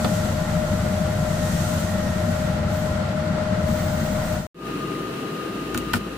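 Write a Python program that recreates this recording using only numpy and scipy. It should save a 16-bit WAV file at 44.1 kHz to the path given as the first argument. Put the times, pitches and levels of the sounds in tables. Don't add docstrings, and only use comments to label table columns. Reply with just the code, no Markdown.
import sys
import numpy as np
from scipy import signal
from scipy.fft import rfft, irfft
from scipy.io import wavfile

SR = 44100
rng = np.random.default_rng(int(sys.argv[2]) if len(sys.argv) > 2 else 0)


def unload_wav(signal):
    wavfile.write(
        sys.argv[1],
        SR,
        np.round(np.clip(np.atleast_2d(signal).T, -1, 1) * 32767).astype(np.int16),
    )


N = 272097
TIME = np.arange(N) / SR
FREQ = np.maximum(np.arange(N // 2 + 1) * SR / N, 1)

# f/Hz, relative level/dB
EARLY_RUMBLE_SPECTRUM = [(30, -24), (45, -16), (62, -7), (82, -0.5), (100, -0.5), (122, -5.5), (170, 0.5),
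                         (220, -3.5), (270, -15), (326, -13.5), (360, -19.5), (460, -32.5), (900, -86)]
EARLY_RUSH_SPECTRUM = [(300, -27), (460, -7), (600, 1), (690, -3.5), (770, -6.5), (830, -3), (910, -9.5),
                       (1070, -9.5), (1230, -8.5), (1370, -2.5), (1500, -7.5), (1630, -11.5), (1780, -13),
                       (1900, -8.5), (2050, -12.5), (2350, -17.5), (4300, -20.5), (5500, -25.5),
                       (8000, -29.5), (15000, -48)]
LATE_RUMBLE_SPECTRUM = [(50, -23), (70, -26), (100, -11.5), (145, -1), (195, -0.5), (235, -3), (340, 0),
                        (465, -5), (590, -15.5), (660, -10.5), (725, -24), (770, -14.5), (950, -26),
                        (2000, -70)]
LATE_RUSH_SPECTRUM = [(700, -20), (1000, -3), (1350, 1), (1800, -2.5), (2300, -8), (2750, -1),
                      (3450, -10.5), (3950, -8), (4800, -14.5), (6500, -17.5), (9500, -19), (15000, -22.5)]
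# f/Hz, coherence
EAR_COHERENCE = [(60, 1), (130, 1), (220, 1), (320, 0.9), (640, 0.5), (1400, 0.22), (3100, 0),
                 (15000, -0.16)]
# f/Hz, left minus right/dB
EARLY_BALANCE = [(60, 2.5), (110, 0.5), (200, 5), (380, 3.5), (700, -1), (1290, 1.5), (2380, 2.5),
                 (4400, -1.5), (8120, -0.5), (15000, 2.5)]
LATE_BALANCE = [(60, 7), (110, 0.5), (200, 0.5), (380, 2.5), (700, 1), (1290, -0.5), (2380, 1.5), (4400, 1),
                (8120, -0.5), (15000, -0.5)]
# f/Hz, level/dB, turbulent share, scatter/Hz, left minus right/dB, left phase lead/rad
EARLY_FAN_TONES = [(26.4, -40.5, 0.71, .5, -1, 0), (614.8, -32, 0.39, 21, 10.5, -0.17),
                   (722, -47, 2, 12, 4.5, 0), (1019, -50, 1.8, 12, 5.5, 0)]
LATE_FAN_TONES = [(56.4, -48.5, 0.76, 0.74, 1.6, 0), (1227, -39.5, 0.5, 32, 6.9, -0.71)]
# t/s, hum gain/dB, whine gain/dB
FAN_SWELLS = [(4.65, 1, 2), (4.9, 1, 3.5), (5.12, 1, -2), (5.35, -9, 1.5), (5.7, 2, 0.5), (5.88, 5, 2.5),
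              (6.15, 7, -2.5)]
# f/Hz, relative level/dB
STEAM_SPECTRUM = [(1500, -13), (2800, -0.5), (4500, -0.5), (5200, -1.5), (6300, 2), (7300, 2), (8300, 1.5),
                  (8900, -4.5), (9800, -5.5), (11200, -3), (13600, -8.5), (14800, -3.5), (15500, -20)]
# start t/s, length/s, level/dB, rise/s, fall/s
STEAM_PUFFS = [(-0.05, 0.2, -39, 0.044, 0.35), (0, 2.4, -42.5, 0.042, 0.29), (1.13, 0.66, -38, 0.39, 0.2),
               (2.64, 0.24, -44, 0.097, 0.14), (3.585, 0.88, -41.5, 0.12, 0.2)]
# start t/s, length/s, settled f/Hz, climb/Hz, level/dB
STEAM_WHISTLES = [(1.28, 0.6, 8160, -1, -53), (1.42, 0.36, 6690, 1, -54.5), (1.28, 0.42, 6270, -1, -54),
                  (1.51, 0.09, 5560, -1, -49.5), (2, 0.08, 5560, -1, -49.5), (1.65, 0.15, 14800, 1, -51.5),
                  (2.698, 0.11, 15000, 1349, -49), (3.659, 0.8, 15290, 1401, -49)]
NOTE_HARMONICS = [-1.5, -15.5, -15, -17]
# peak t/s, level/dB
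NOTE_SWELLS = [(0.6, -50), (1.31, -49), (1.48, -41.5), (1.91, -45), (2.09, -43), (3.8, -50)]
# t/s, pot/dB, spoon/dB, rim/dB, click/dB, thump/dB, left minus right/dB, click t60/s
CONTACTS = [(0.0453, -34, -15, -50, -40, -44, 12, 0.03), (0.0476, -24, -18, -50, -38, -22, -12, 0.03),
            (0.0546, -38, -17, -50, -42, -27, 0, 0.03), (5.7452, -42, -47, -24, -28, -38, -5, 0.016),
            (5.7466, -18.5, -32, -36, -36, -22, 2, 0.025), (5.7758, -35, -33, -16, -22, -23, -1, 0.018),
            (5.9345, -24, -36, -31, -21.5, -30, -5, 0.04), (5.9364, -11.5, -31, -36, -28, -17.5, 5, 0.05),
            (5.9385, -12, -24, -32, -29, -21, 3, 0.06), (5.9452, -22, -21, -38, -29, -14, 2, 0.07),
            (5.955, -23, -31, -45, -29, -24, 2, 0.07), (5.9658, -28, -29, -45, -32.5, -29, -6, 0.06)]
# f/Hz, t60/s, relative level/dB
POT_MODES = [(790, 0.015, 1), (1020, 0.014, 0), (1270, 0.017, 4), (1410, 0.018, 8), (1800, 0.018, 3),
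             (2330, 0.015, -2), (2560, 0.013, -4), (2930, 0.018, -2), (3450, 0.016, -11),
             (4430, 0.018, -10), (5050, 0.018, -11)]
RIM_MODES = [(5800, 0.012, -11), (7050, 0.009, -1), (8200, 0.008, -2), (8900, 0.009, 0), (10000, 0.007, -6),
             (11200, 0.007, -6), (13000, 0.007, -7), (14750, 0.009, -3)]
SPOON_MODES = [(530, 0.027, 9), (670, 0.035, 9.5), (758, 0.026, 4), (900, 0.015, 2), (1224, 0.022, 3.5),
               (2050, 0.014, -2.5), (2520, 0.011, -8.5), (3160, 0.012, -2.5), (3590, 0.018, -1.5),
               (4230, 0.013, -2.5), (4750, 0.01, -3)]
STOVE_MODES = [(92, 0.08, -8.5), (181, 0.063, -9), (251, 0.063, 0)]
# f/Hz, relative level/dB
CLICK_SPECTRUM = [(1200, -4), (3000, -2), (4700, -2), (6300, -8.5), (8300, -4), (10000, -7.5), (13500, -7),
                  (15500, -14)]


def airflow(spectrum, db, balance, flutter_db):
    mid, side = rfft(rng.standard_normal((2, N)))
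    coherence = np.clip(across(EAR_COHERENCE), -.99, .99)
    ears = mid * np.sqrt(1 + coherence) + np.array([[1], [-1]]) * side * np.sqrt(1 - coherence)
    air = colour(irfft(ears * pan(across(balance)), N), spectrum)
    return air / np.std(air.mean(axis=0)) * undb(db + flutter_db * walk(22))


def fan_tones(tones, drift):
    rotor_time = np.cumsum(1 + drift * walk(1.0)) / SR
    out = 0
    for hz, db, share, scatter_hz, pan_db, lead in tones:
        inflow = walk(scatter_hz) + 1j * walk(scatter_hz)
        paths = np.array([walk(scatter_hz) + 1j * walk(scatter_hz) for _ in range(2)])
        shake = 1 + share * (0.52 * inflow + 0.66 * min(hz / 600, 1) * paths)
        phase = 2 * np.pi * hz * rotor_time + np.array([[lead], [-lead]]) / 2
        tone = unit((shake * np.exp(1j * phase)).real)
        out = out + tone * undb(db) * pan(pan_db)
    return out


def swelling_fan():
    times, *gains_db = np.transpose(FAN_SWELLS)
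    return sum(fan_tones([tone], drift=0.00066) * undb(np.interp(TIME, times, db))
               for tone, db in zip(LATE_FAN_TONES, gains_db))


def steam_flow(leak_db):
    puff_power = sum((undb(db) * gate(start, length, rise, fall)) ** 2
                     for start, length, db, rise, fall in STEAM_PUFFS)
    return np.sqrt(undb(leak_db) ** 2 + puff_power)


def steam_hiss(flow):
    jet = reflect(rng.standard_normal((2, N)), db=-8.5, t60=0.05)
    hiss = unit(colour(jet, STEAM_SPECTRUM)) * flow * undb(0.5 * walk(25))
    return irfft(rfft(hiss) * pan(across(EARLY_BALANCE)), N)


def steam_whistles(waver_hz, settle_s):
    waver = waver_hz * np.array([walk(299), walk(294)])
    out = 0
    for start, length, settled_hz, climb_hz, db in STEAM_WHISTLES:
        unsettled = np.exp(-np.maximum(TIME - start, 0) / settle_s)
        hz = settled_hz - climb_hz * unsettled + waver * (1 + 4 * unsettled)
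        tone = unit(np.sin(2 * np.pi * np.cumsum(hz, axis=1) / SR))
        out = out + tone * undb(db) * gate(start, length, rise=0.033, fall=0.05)
    return out


def steam_note(flow, hz, waver_hz, flutter_db, swell_s, under_steam_db):
    phase = 2 * np.pi * np.cumsum(hz + waver_hz * walk(59)) / SR
    note = sum(np.sin(k * phase) * undb(db + flutter_db * np.array([walk(15), walk(15)]))
               for k, db in enumerate(NOTE_HARMONICS, 1))
    swells = sum(undb(db) * np.exp(-((TIME - peak) / swell_s) ** 2) for peak, db in NOTE_SWELLS)
    return unit(note) * np.hypot(swells, flow * undb(under_steam_db))


def knocks(thump_rise_s):
    out = np.zeros((2, N))
    stove = ring(STOVE_MODES) * (1 - np.exp(-TIME / thump_rise_s))
    stove = stove / np.abs(stove).max()
    for onset, pot_db, spoon_db, rim_db, click_db, thump_db, pan_db, click_t60 in CONTACTS:
        click = unit(colour(rng.standard_normal((2, N)), CLICK_SPECTRUM)) * undb(-60 * TIME / click_t60)
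        pot = undb(pot_db) * ring(POT_MODES)
        spoon = undb(spoon_db) * ring(SPOON_MODES)
        rim = undb(rim_db) * ring(RIM_MODES)
        blow = pot + spoon + rim + undb(click_db) * click + undb(thump_db) * stove
        start = int(onset * SR)
        out[:, start:] += (blow * pan(pan_db))[:, :N - start]
    return out


def ring(modes, detune=0.011):
    t = TIME[:SR // 4]
    shift = 1 + detune * rng.uniform(-1.2, 1, len(modes))
    out = sum((-1) ** k * undb(db - 60 * t / t60) * np.sin(2 * np.pi * hz * shift[k] * t)
              for k, (hz, t60, db) in enumerate(modes))
    return np.pad(out / np.abs(out).max(), (0, N - len(t)))


def simmer(db, low_hz, high_hz, cycles, spread_db, count):
    out = np.zeros((2, N))
    t = TIME[:SR // 20]
    for when, pitch, strength, place in rng.random((count, 4)):
        hz = low_hz * (high_hz / low_hz) ** pitch
        age = t * hz / cycles
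        pop = np.sin(2 * np.pi * hz * t * (1 + 0.038 * age)) * np.exp(-age)
        start = int(when * (N - len(t)))
        out[:, start:start + len(t)] += pop * undb(spread_db * strength) * pan(8 * (place - .5))
    return unit(out) * undb(db)


def reflect(x, db, t60):
    build_up = 1 - np.exp(-TIME / 0.00088)
    walls = rng.standard_normal((2, N)) * undb(-60 * TIME / t60) * build_up
    walls = unit(walls) / np.sqrt(N)
    return x + undb(db) * signal.fftconvolve(x, walls, axes=1)[:, :N]


def gain_control(x, threshold_db, slope, recover_db_per_s):
    bright = signal.sosfilt(signal.butter(2, 1000, "high", fs=SR, output="sos"), x)
    power = signal.lfilter([1 / 200], [1, 1 / 200 - 1], np.mean(bright ** 2, axis=0))
    cut_db = slope * np.maximum(10 * np.log10(power + 1e-12) - threshold_db, 0)
    recovery = recover_db_per_s * TIME
    return x * undb(recovery - np.maximum.accumulate(cut_db + recovery))


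def undb(db):
    return 10 ** (np.asarray(db) / 20)


def unit(x):
    return x / np.sqrt(np.mean(x ** 2))


def across(points):
    hz, value = np.transpose(points)
    return np.interp(np.log(FREQ), np.log(hz), value)


def colour(x, points):
    roll_off = np.minimum(FREQ / points[0][0], 1) ** 2
    return irfft(rfft(x) * undb(across(points)) * roll_off, N)


def pan(db):
    return undb(np.array([[1], [-1]]) * db / 2)


def walk(rate_hz):
    return unit(irfft(rfft(rng.standard_normal(N)) / (1 + (FREQ / rate_hz) ** 2), N))


def gate(start, length, rise, fall):
    age = TIME - start
    return np.clip(age / rise, 0, 1) * np.clip(1 - (age - length) / fall, 0, 1)


def scene():
    bubbles = simmer(db=-48.5, low_hz=448, high_hz=2060, cycles=4.4, spread_db=10, count=450)
    early = airflow(EARLY_RUMBLE_SPECTRUM, db=-24, balance=EARLY_BALANCE, flutter_db=0.74)
    early += airflow(EARLY_RUSH_SPECTRUM, db=-33.5, balance=EARLY_BALANCE, flutter_db=0.56)
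    early += fan_tones(EARLY_FAN_TONES, drift=0.0012)
    flow = steam_flow(leak_db=-52)
    early += steam_hiss(flow) + steam_whistles(waver_hz=44.7, settle_s=0.079)
    early += steam_note(flow, hz=1851, waver_hz=5.5, flutter_db=3.5, swell_s=0.067, under_steam_db=-17)
    late = airflow(LATE_RUMBLE_SPECTRUM, db=-30, balance=LATE_BALANCE, flutter_db=0.57)
    late += airflow(LATE_RUSH_SPECTRUM, db=-40, balance=LATE_BALANCE, flutter_db=0.35)
    late += swelling_fan()
    break_start_s, break_end_s = 4.468, 4.545
    fade_out = np.clip((4.522 - TIME) / 0.17, 0, 1) * (TIME < break_start_s)
    fade_in = np.clip((TIME - 4.498) / 0.18, 0, 1) ** 1.92 * (TIME > break_end_s)
    cookware = reflect(knocks(thump_rise_s=0.014), db=-5.0, t60=0.1)
    return (early + bubbles) * fade_out + (late + undb(-2.5) * bubbles) * fade_in + cookware


def record(dry):
    ducked = gain_control(dry, threshold_db=-22, slope=0.41, recover_db_per_s=4)
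    low_pass = signal.ellip(10, .2, 70, 15600, fs=SR, output="sos")
    return signal.sosfilt(low_pass, ducked)


dry = scene()
out = record(dry)
unload_wav(out)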